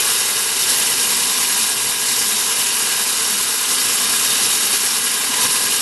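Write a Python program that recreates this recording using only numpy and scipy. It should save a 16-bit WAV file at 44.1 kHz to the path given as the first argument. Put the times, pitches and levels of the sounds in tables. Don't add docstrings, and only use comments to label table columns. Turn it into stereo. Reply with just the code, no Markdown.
import sys
import numpy as np
from scipy import signal
from scipy.fft import rfft, irfft
from scipy.io import wavfile
from scipy.ndimage import uniform_filter1d

SR = 44100
rng = np.random.default_rng(int(sys.argv[2]) if len(sys.argv) > 2 else 0)


def wav_out(sig):
    wavfile.write(sys.argv[1], SR, np.round(np.clip(np.atleast_2d(sig).T, -1, 1) * 32767).astype(np.int16))


def magnitude_from_level(level_db):
    exponent = np.asarray(level_db, float) / 20
    return 10 ** exponent


N = 256220
HOP = 128

# (frequency [Hz], level [dB per Hz])
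SCRATCH_SPECTRUM = [(20, -22), (60, -24.5), (110, -21), (170, -20.5), (330, -18.5), (570, -22.5),
                    (800, -10.5), (1300, -7.5), (1800, -14), (2300, -12.5), (3300, -9.5), (6100, -4),
                    (9000, -1.38), (12000, -3)]
# (frequency [Hz], width [Hz], gain [dB])
RIG_RESONANCES = [(129, 35, 7), (162, 25, -3), (220, 105, 11.5), (310, 50, -3), (358, 18, -5),
                  (458, 216, 15.5), (594, 59, -7.5), (603, 30, 12.5), (679, 25, 3), (935, 60, -2),
                  (1022, 130, 6), (1333, 31, -4), (1490, 130, -3.5), (1640, 165, 11), (1997, 299, 8.7),
                  (2420, 173, 6.3), (2891, 600, 10.2), (3756, 270, 7.5), (4483, 560, 3.6),
                  (5406, 1188, 4.4), (6143, 268, -3.2), (6762, 75, 2.1), (7794, 429, 4.3),
                  (7813, 199, -5.8), (8190, 114, -2.6), (8617, 83, -2.1), (9812, 112, 2.8),
                  (10234, 276, 2.6), (10578, 128, 4), (1170, 70, 1), (1790, 60, -1.5), (3130, 70, 1.2),
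                  (3290, 80, -2), (3420, 120, 1.2), (4030, 110, 2.2), (4720, 150, -1), (5000, 150, -1),
                  (5650, 70, 1.5), (6570, 110, 1.6), (6930, 130, -1.6), (11144, 787, 2.7), (11604, 90, 3.6)]
# (frequency [Hz], share [0-1])
TURN_REPEAT = [(80, .2), (150, .4), (280, .55), (390, .3), (550, .45), (900, .1), (1050, .2), (1500, .04),
               (2000, 0)]
# (frequency [Hz], level [dB])
PORT_DIFFERENCE = [(30, -9), (110, -16.5), (300, -29), (800, -31.5), (1150, -36), (1500, -25), (1800, -38),
                   (5000, -32), (5700, -64), (6300, -14.5), (8000, -13.5), (12000, -14.5)]
# (frequency [Hz], in step [ratio], quarter cycle late [ratio])
PORT_LEAN = [(60, -0.07, 0.032), (250, -0.015, 0.025), (6000, 0.0022, -0.0067), (6600, -.02, -0.17),
             (7600, -.08, -.15), (8300, -.05, -.04), (10200, -.04, -0.13), (11400, -0.061, 0)]


def grinding(t, turns):
    hz = np.fft.rfftfreq(N, 1 / SR)
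    share = read(TURN_REPEAT, hz)
    fresh = np.sqrt(1 - share) * rfft(grit(spread_db=1.15))
    returning = np.sqrt(share) * rfft(groove(turns, memory=0.83))
    scrape = irfft(fresh + returning, N)
    side_scrape = grit(spread_db=-0.5)

    stft = dict(nperseg=512, noverlap=512 - HOP)
    band_hz, frame_s, z = signal.stft(np.array([scrape, side_scrape]), SR, **stft)
    z *= magnitude_from_level(loading(band_hz, frame_s, np.interp(frame_s, t, turns)))
    loaded = signal.istft(z, SR, **stft)[1][:, :N]
    total, apart = rfft(loaded)

    lean_hz, in_step, late = np.transpose(PORT_LEAN)
    lean = np.interp(hz, lean_hz, in_step + 1j * late)
    apart = apart * magnitude_from_level(read(PORT_DIFFERENCE, hz)) + total * lean
    colour_db = read(SCRATCH_SPECTRUM, hz)
    for centre_hz, width_hz, gain_db in RIG_RESONANCES:
        colour_db = colour_db + gain_db / (1 + (2 * (hz - centre_hz) / width_hz) ** 2)
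    return magnitude_from_level(5.5) * irfft(np.array([total, apart]) * magnitude_from_level(colour_db), N)


def grit(spread_db):
    size_db = spread_db * rng.standard_normal(N // 8 + 1).repeat(8)[:N]
    return evened(rng.standard_normal(N) * magnitude_from_level(size_db))


def groove(turns, memory):
    steps = 2048
    fresh = rng.standard_normal((90, steps))
    rings = signal.lfilter([1], [1, -np.clip(memory, 0, .98)], fresh, axis=0)[20:]
    rough = np.interp(turns * steps, np.arange(rings.size), evened(rings).ravel())
    return rough * np.sqrt(steps * 10 / SR)


# (time [s], level [dB])
FEED_FORCE = [(0.0, -18), (0.11, -18.5), (0.52, -21), (0.605, -18), (0.625, -19.5), (0.71, -18),
              (0.74, -18.5), (1.7, -17.5), (1.72, -17.5), (1.97, -22), (2.12, -19), (3.67, -20),
              (3.72, -17), (3.88, -18.5), (4.51, -17), (5.31, -21), (5.42, -18), (5.81, -19)]
# (frequency [Hz], share [0-1])
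FEED_REACH = [(300, 0.84), (1400, 0.33), (3400, 0.75), (7500, 0.66)]
# (multiple of the turn [1], depth [dB], phase [rad])
BIT_WOBBLE = [(1, 2, 0.8), (2, 0.98, -0.7), (3, 1, 3.5), (4, 1.1, -1)]
# (frequency [Hz], share [0-1])
WOBBLE_REACH = [(200, 0.26), (1500, 0.34), (3000, 0.11), (6000, 0.32), (12000, 0.42)]
# (time [s], level change [dB], length [s])
STONE_BITES = [(0.107, 1.5, 0.036), (0.713, 2, 0.037), (0.864, 1.5, 0.014), (1.748, -2.5, 0.045),
               (1.96, 0, 0.043), (3.59, -0.5, 0.029), (4.738, 1.5, 0.014), (5.02, -1.5, 0.021),
               (5.432, 2, 0.017), (5.455, 2, 0.0057), (5.477, -1, 0.015), (0.56, -0.5, 0.0073),
               (0.591, -3, .003), (0.724, -2, .003), (0.971, -2, .003), (4.784, -2, 0.0044),
               (5.003, -0.5, .005)]
# (time [s], length [s], frequency [Hz], width [Hz], level change
# [dB])
RANGE_SWELLS = [(0.05, 0.039, 1000, 410, 3), (.15, 0.16, 250, 60, -7), (.25, .2, 4000, 900, 0.5),
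                (.7, 0.066, 1000, 100, 1), (0.714, .02, 2700, 400, -3), (1.05, 0.15, 250, 60, 1),
                (1.422, 0.18, 470, 100, -3), (1.5, .08, 81, 80.5, -4), (1.85, 0.066, 60, 40, 8),
                (1.853, 0.093, 250, 60, -6), (2.15, .05, 70, 40, -4), (2.152, .05, 6000, 1200, 1.5),
                (2.55, 0.12, 240, 80, -5), (2.9, 0.066, 300, 300, 1.5), (3, 0.16, 1000, 200, 1.5),
                (3.15, 0.11, 130, 40, -6), (3.45, 0.049, 500, 120, 0.5), (3.55, 0.15, 2700, 600, -1),
                (3.6, .08, 80.4, 60, -5), (4.2, .1, 950, 200, 0), (4.62, .05, 120, 40, -10),
                (4.8, .1, 135, 40, 3), (4.75, 0.078, 6200, 1200, -1), (5.05, 0.16, 550, 200, -2),
                (5.25, .08, 65, 40, 4), (5.7, .1, 40, 40, 4), (5.45, 0.07, 2290, 600, 0.5),
                (.4, .4, 474, 60, 3), (.75, .12, 4200, 900, 0), (1.5, 0.18, 1030, 60, 1.5),
                (2.905, 0.14, 1690, 80, 4), (4.15, 0.46, 1250, 89, 3.5), (4.297, 0.11, 3740, 150, 2.5),
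                (4.45, 0.35, 1600, 120, 1), (4.738, 0.02, 4570, 300, 2), (5.72, 0.3, 1600, 200, 1.5),
                (5.42, 0.21, 980, 90, 5), (5.448, 0.056, 230, 80, 6), (5.46, 0.043, 500, 120, 0),
                (5.45, 0.033, 6500, 1500, 0),
                (0.76, .3, 720, 50, 2), (2.9, .15, 470, 60, -1), (1.5, 0.061, 4500, 1300, -1),
                   (.73, .1, 1200, 120, -3), (3.12, .12, 1900, 200, -3), (4.4, 0.13, 1400, 230, 0.5),
                   (5.45, .04, 700, 150, -0.5), (4.3, 0.4, 310, 33, 3), (1, .2, 310, 45, 3),
                   (2.65, .12, 12000, 1300, 0), (.1, .12, 5100, 800, -1), (4.2, .12, 400, 35, -2),
                   (.5, .25, 710, 53, -0.5), (2.34, .2, 3300, 500, -0.5), (3.1, 0.13, 430, 37, 0),
                   (5.15, 0.074, 130, 54, -6), (2.1, .08, 81, 44, 2)]
# (frequency [Hz], spread [dB])
CHANCE_FLARES = [(300, .3), (2000, .6), (4000, 1.2), (9000, 1.5)]


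def loading(hz, s, turns):
    feed_db = np.interp(s, *np.transpose(FEED_FORCE))
    tilt_db = np.outer(read(FEED_REACH, hz), feed_db - feed_db.mean())
    wobble_db = sum(depth_db * np.cos(2 * np.pi * k * turns + phase + 0.25 * drift(0.24, len(s), HOP))
                    for k, depth_db, phase in BIT_WOBBLE)
    bites_db = sum(extra_db * bell(s, at, length) for at, extra_db, length in STONE_BITES)
    swells_db = sum(extra_db * np.outer(bell(hz, centre_hz, width_hz), bell(s, at, length))
                    for at, length, centre_hz, width_hz, extra_db in RANGE_SWELLS)
    flares_db = read(CHANCE_FLARES, hz)[:, None] * patches(tilt_db.shape, bins=2, frames=14)
    chatter_db = 0.68 * patches(tilt_db.shape, bins=12, frames=8)
    chatter_db += 0.71 * patches(tilt_db.shape, bins=45, frames=2)
    steady_db = feed_db.mean() + tilt_db + bites_db + swells_db + rasps(hz, s)
    return steady_db + read(WOBBLE_REACH, hz)[:, None] * wobble_db + flares_db + chatter_db


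# (time [s], level change [dB], centre [Hz], decay [s])
SEGMENT_RASPS = [(.6155, 4, 5450, .015), (.632, 7, 3700, .012), (.695, 5, 4800, .012),
                 (.815, 12, 3280, .01), (.872, 0, 2800, .012), (1.9704, -1, 4270, .015),
                 (2.1655, 2.5, 5600, 0.016), (2.2967, 4, 5290, .012), (2.6454, 6.5, 2990, .012),
                 (2.7661, 1, 2410, .012), (2.92, 5, 3000, .01), (3.0614, 0.5, 5740, .012),
                 (3.3822, -2, 5410, .012), (3.707, 3, 5520, .015), (4.0377, 2, 3730, .012),
                 (4.4473, 4, 5660, .012), (4.789, -1, 3810, 0.011), (5.05, -1, 3800, .012),
                 (5.3428, 6, 2450, .01), (5.3966, 3, 5280, 0.011), (5.444, 0, 1700, .015),
                 (5.454, 3, 3500, 0.0092), (5.675, 1, 4910, .012), (5.7144, 4, 2890, 0.016),
                 (5.7912, -1, 3850, .012)]


def rasps(hz, s):
    rise_s, relative_width = .003, 0.17
    total_db = 0
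    for at, extra_db, centre_hz, decay_s in SEGMENT_RASPS:
        rise = np.clip((s - at) / rise_s + 1, 0, 1)
        fall = np.exp(-np.maximum(s - at, 0) / decay_s)
        total_db = total_db + extra_db * np.outer(bell(hz, centre_hz, relative_width * centre_hz), rise * fall)
    return total_db


# (time [s], speed [rev/s])
SPINDLE_SPEED = [(0, 9.675), (.4, 9.7), (.6, 9.8), (1, 9.88), (1.2, 10.044), (1.6, 10.144), (2.2, 10.079),
                 (2.8, 9.895), (3.4, 9.63), (3.6, 9.606), (3.8, 9.656), (4, 9.829), (4.4, 9.901),
                 (4.6, 9.831), (5, 9.849), (5.2, 10.079), (5.4, 10.204), (5.81, 10.294)]


def spindle_rev_s(t):
    return np.interp(t, *np.transpose(SPINDLE_SPEED))


# (level at usual speed [dB rms], gain per 1% sag [dB], slow wavering [dB])
MOTOR_WHINE = [
    (-44.5, .5, 1.2),
    (-46.5, 2.3, 1.2),
    (-47, -.8, 2.5),
]
# (multiple of the turn [1], level at middle depth [dB rms], change as the bit sinks [dB/s])
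GEAR_TONES = [(7.8, -68, 0), (13, -61, 0), (20.8, -57.5, 1), (24, -56.5, .7), (25, -57, -1.4),
              (26, -54.5, .5), (28, -50.5, 0), (35, -62.5, 2.5), (39, -47.5, 0), (42, -60, 0), (45, -55, 0),
              (48, -56, 0), (52, -57, -1.8), (62, -59.5, 0), (79, -58, 0), (90, -54, 0)]
# (multiple of the turn [1], level [dB rms], loudest time [s], spread [s])
DEPTH_TONES = [(95, -42.5, 1.6, 1.5), (98, -48, 2.5, .4), (103, -48, 1.6, .5), (101.9, -45, 2.0, .8),
               (42, -50, 2.7, .6), (45, -48, .9, 1.0)]


def motor(t, turns):
    whine_order, mains_ripple_hz = 140.4, 100
    usual_rev_s, middle_depth_s = 9.9, 2.9
    most_gain_db, gear_sag_db = 3.5, .9
    slow = t[::HOP]
    sag_percent = 100 * (1 - spindle_rev_s(slow) / usual_rev_s)

    whine = 0
    for k, (db, per_sag_db, waver_db) in enumerate(MOTOR_WHINE):
        level_db = db + per_sag_db * sag_percent + waver_db * drift(0.96, len(slow), HOP)
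        cycles = whine_order * turns + k * mains_ripple_hz * t + rng.random()
        whine = whine + np.interp(t, slow, magnitude_from_level(level_db)) * np.sin(2 * np.pi * cycles)

    levels = []
    for _, db, sink_db_s in GEAR_TONES:
        depth_db = np.minimum(sink_db_s * (slow - middle_depth_s), most_gain_db)
        levels.append(magnitude_from_level(db + depth_db - gear_sag_db * sag_percent + 1.5 * drift(2, len(slow), HOP)))
    for _, db, at, spread_s in DEPTH_TONES:
        levels.append(magnitude_from_level(db + drift(2, len(slow), HOP)) * bell(slow, at, spread_s))

    twist_rad = np.interp(t, slow, .004 * drift(4.4, len(slow), HOP))
    gears = 0
    for (k, *_), level in zip([*GEAR_TONES, *DEPTH_TONES], levels):
        tone = np.sin(2 * np.pi * (k * turns + rng.random()) + k * twist_rad)
        gears = gears + np.interp(t, slow, level) * tone
    return np.sqrt(2) * (magnitude_from_level(-.3) * whine + magnitude_from_level(-.5) * gears)


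# (time [s], resonance [Hz], peak level [dB], length [s])
STONE_KNOCKS = [(.105, 450, -32, 0.014), (2.34, 215, -39, 0.03), (3.212, 445, -33, 0.02),
                (3.346, 200, -39, 0.048), (4.761, 450, -35, 0.0084), (5.302, 250, -29, 0.0047),
                (5.341, 990, -25, 0.0049), (5.392, 1030, -24.5, 0.0045), (5.534, 960, -28, 0.0061),
                (5.385, 470, -33, 0.0074), (5.4, 201, -32, 0.0045), (5.432, 220, -41, 0.0083),
                (5.439, 960, -23, 0.0036), (5.456, 500, -27, 0.0053), (5.459, 1060, -36, 0.0063),
                (5.557, 1050, -30, 0.011)]


def knocks(t):
    return sum(magnitude_from_level(peak_db) * bell(t, at, length) * np.sin(2 * np.pi * (hz * t + rng.random()))
               for at, hz, peak_db, length in STONE_KNOCKS)


def evened(x):
    return x / np.sqrt(np.mean(x ** 2) + 1e-20)


def read(points, hz):
    f, value = np.transpose(points)
    return np.interp(np.log(hz + 1), np.log(f + 1), value)


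def drift(per_s, count, step=1):
    pole = np.exp(-2 * np.pi * per_s * step / SR)
    return evened(signal.lfilter([1], [1, -pole], rng.standard_normal(count)))


def bell(x, centre, spread):
    return np.exp(-.5 * ((x - centre) / spread) ** 2)


def patches(shape, bins, frames):
    smooth = uniform_filter1d(rng.standard_normal(shape), bins, axis=0)
    return evened(uniform_filter1d(smooth, frames, axis=1))


def scene():
    t = np.arange(N) / SR
    turns = np.cumsum(spindle_rev_s(t)) / SR
    total, apart = grinding(t, turns)
    total = total + motor(t, turns) + knocks(t)
    return np.array([total + apart, total - apart])


def low_pass(x):
    return signal.sosfilt(signal.butter(12, 12960, fs=SR, output="sos"), x)


def record(dry):
    lowpass = signal.firwin(1535, 11950, window=("kaiser", 9), fs=SR)
    limited = signal.oaconvolve(dry, lowpass[None], "same")
    return low_pass(limited)


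dry = scene()
out = record(dry)
wav_out(out)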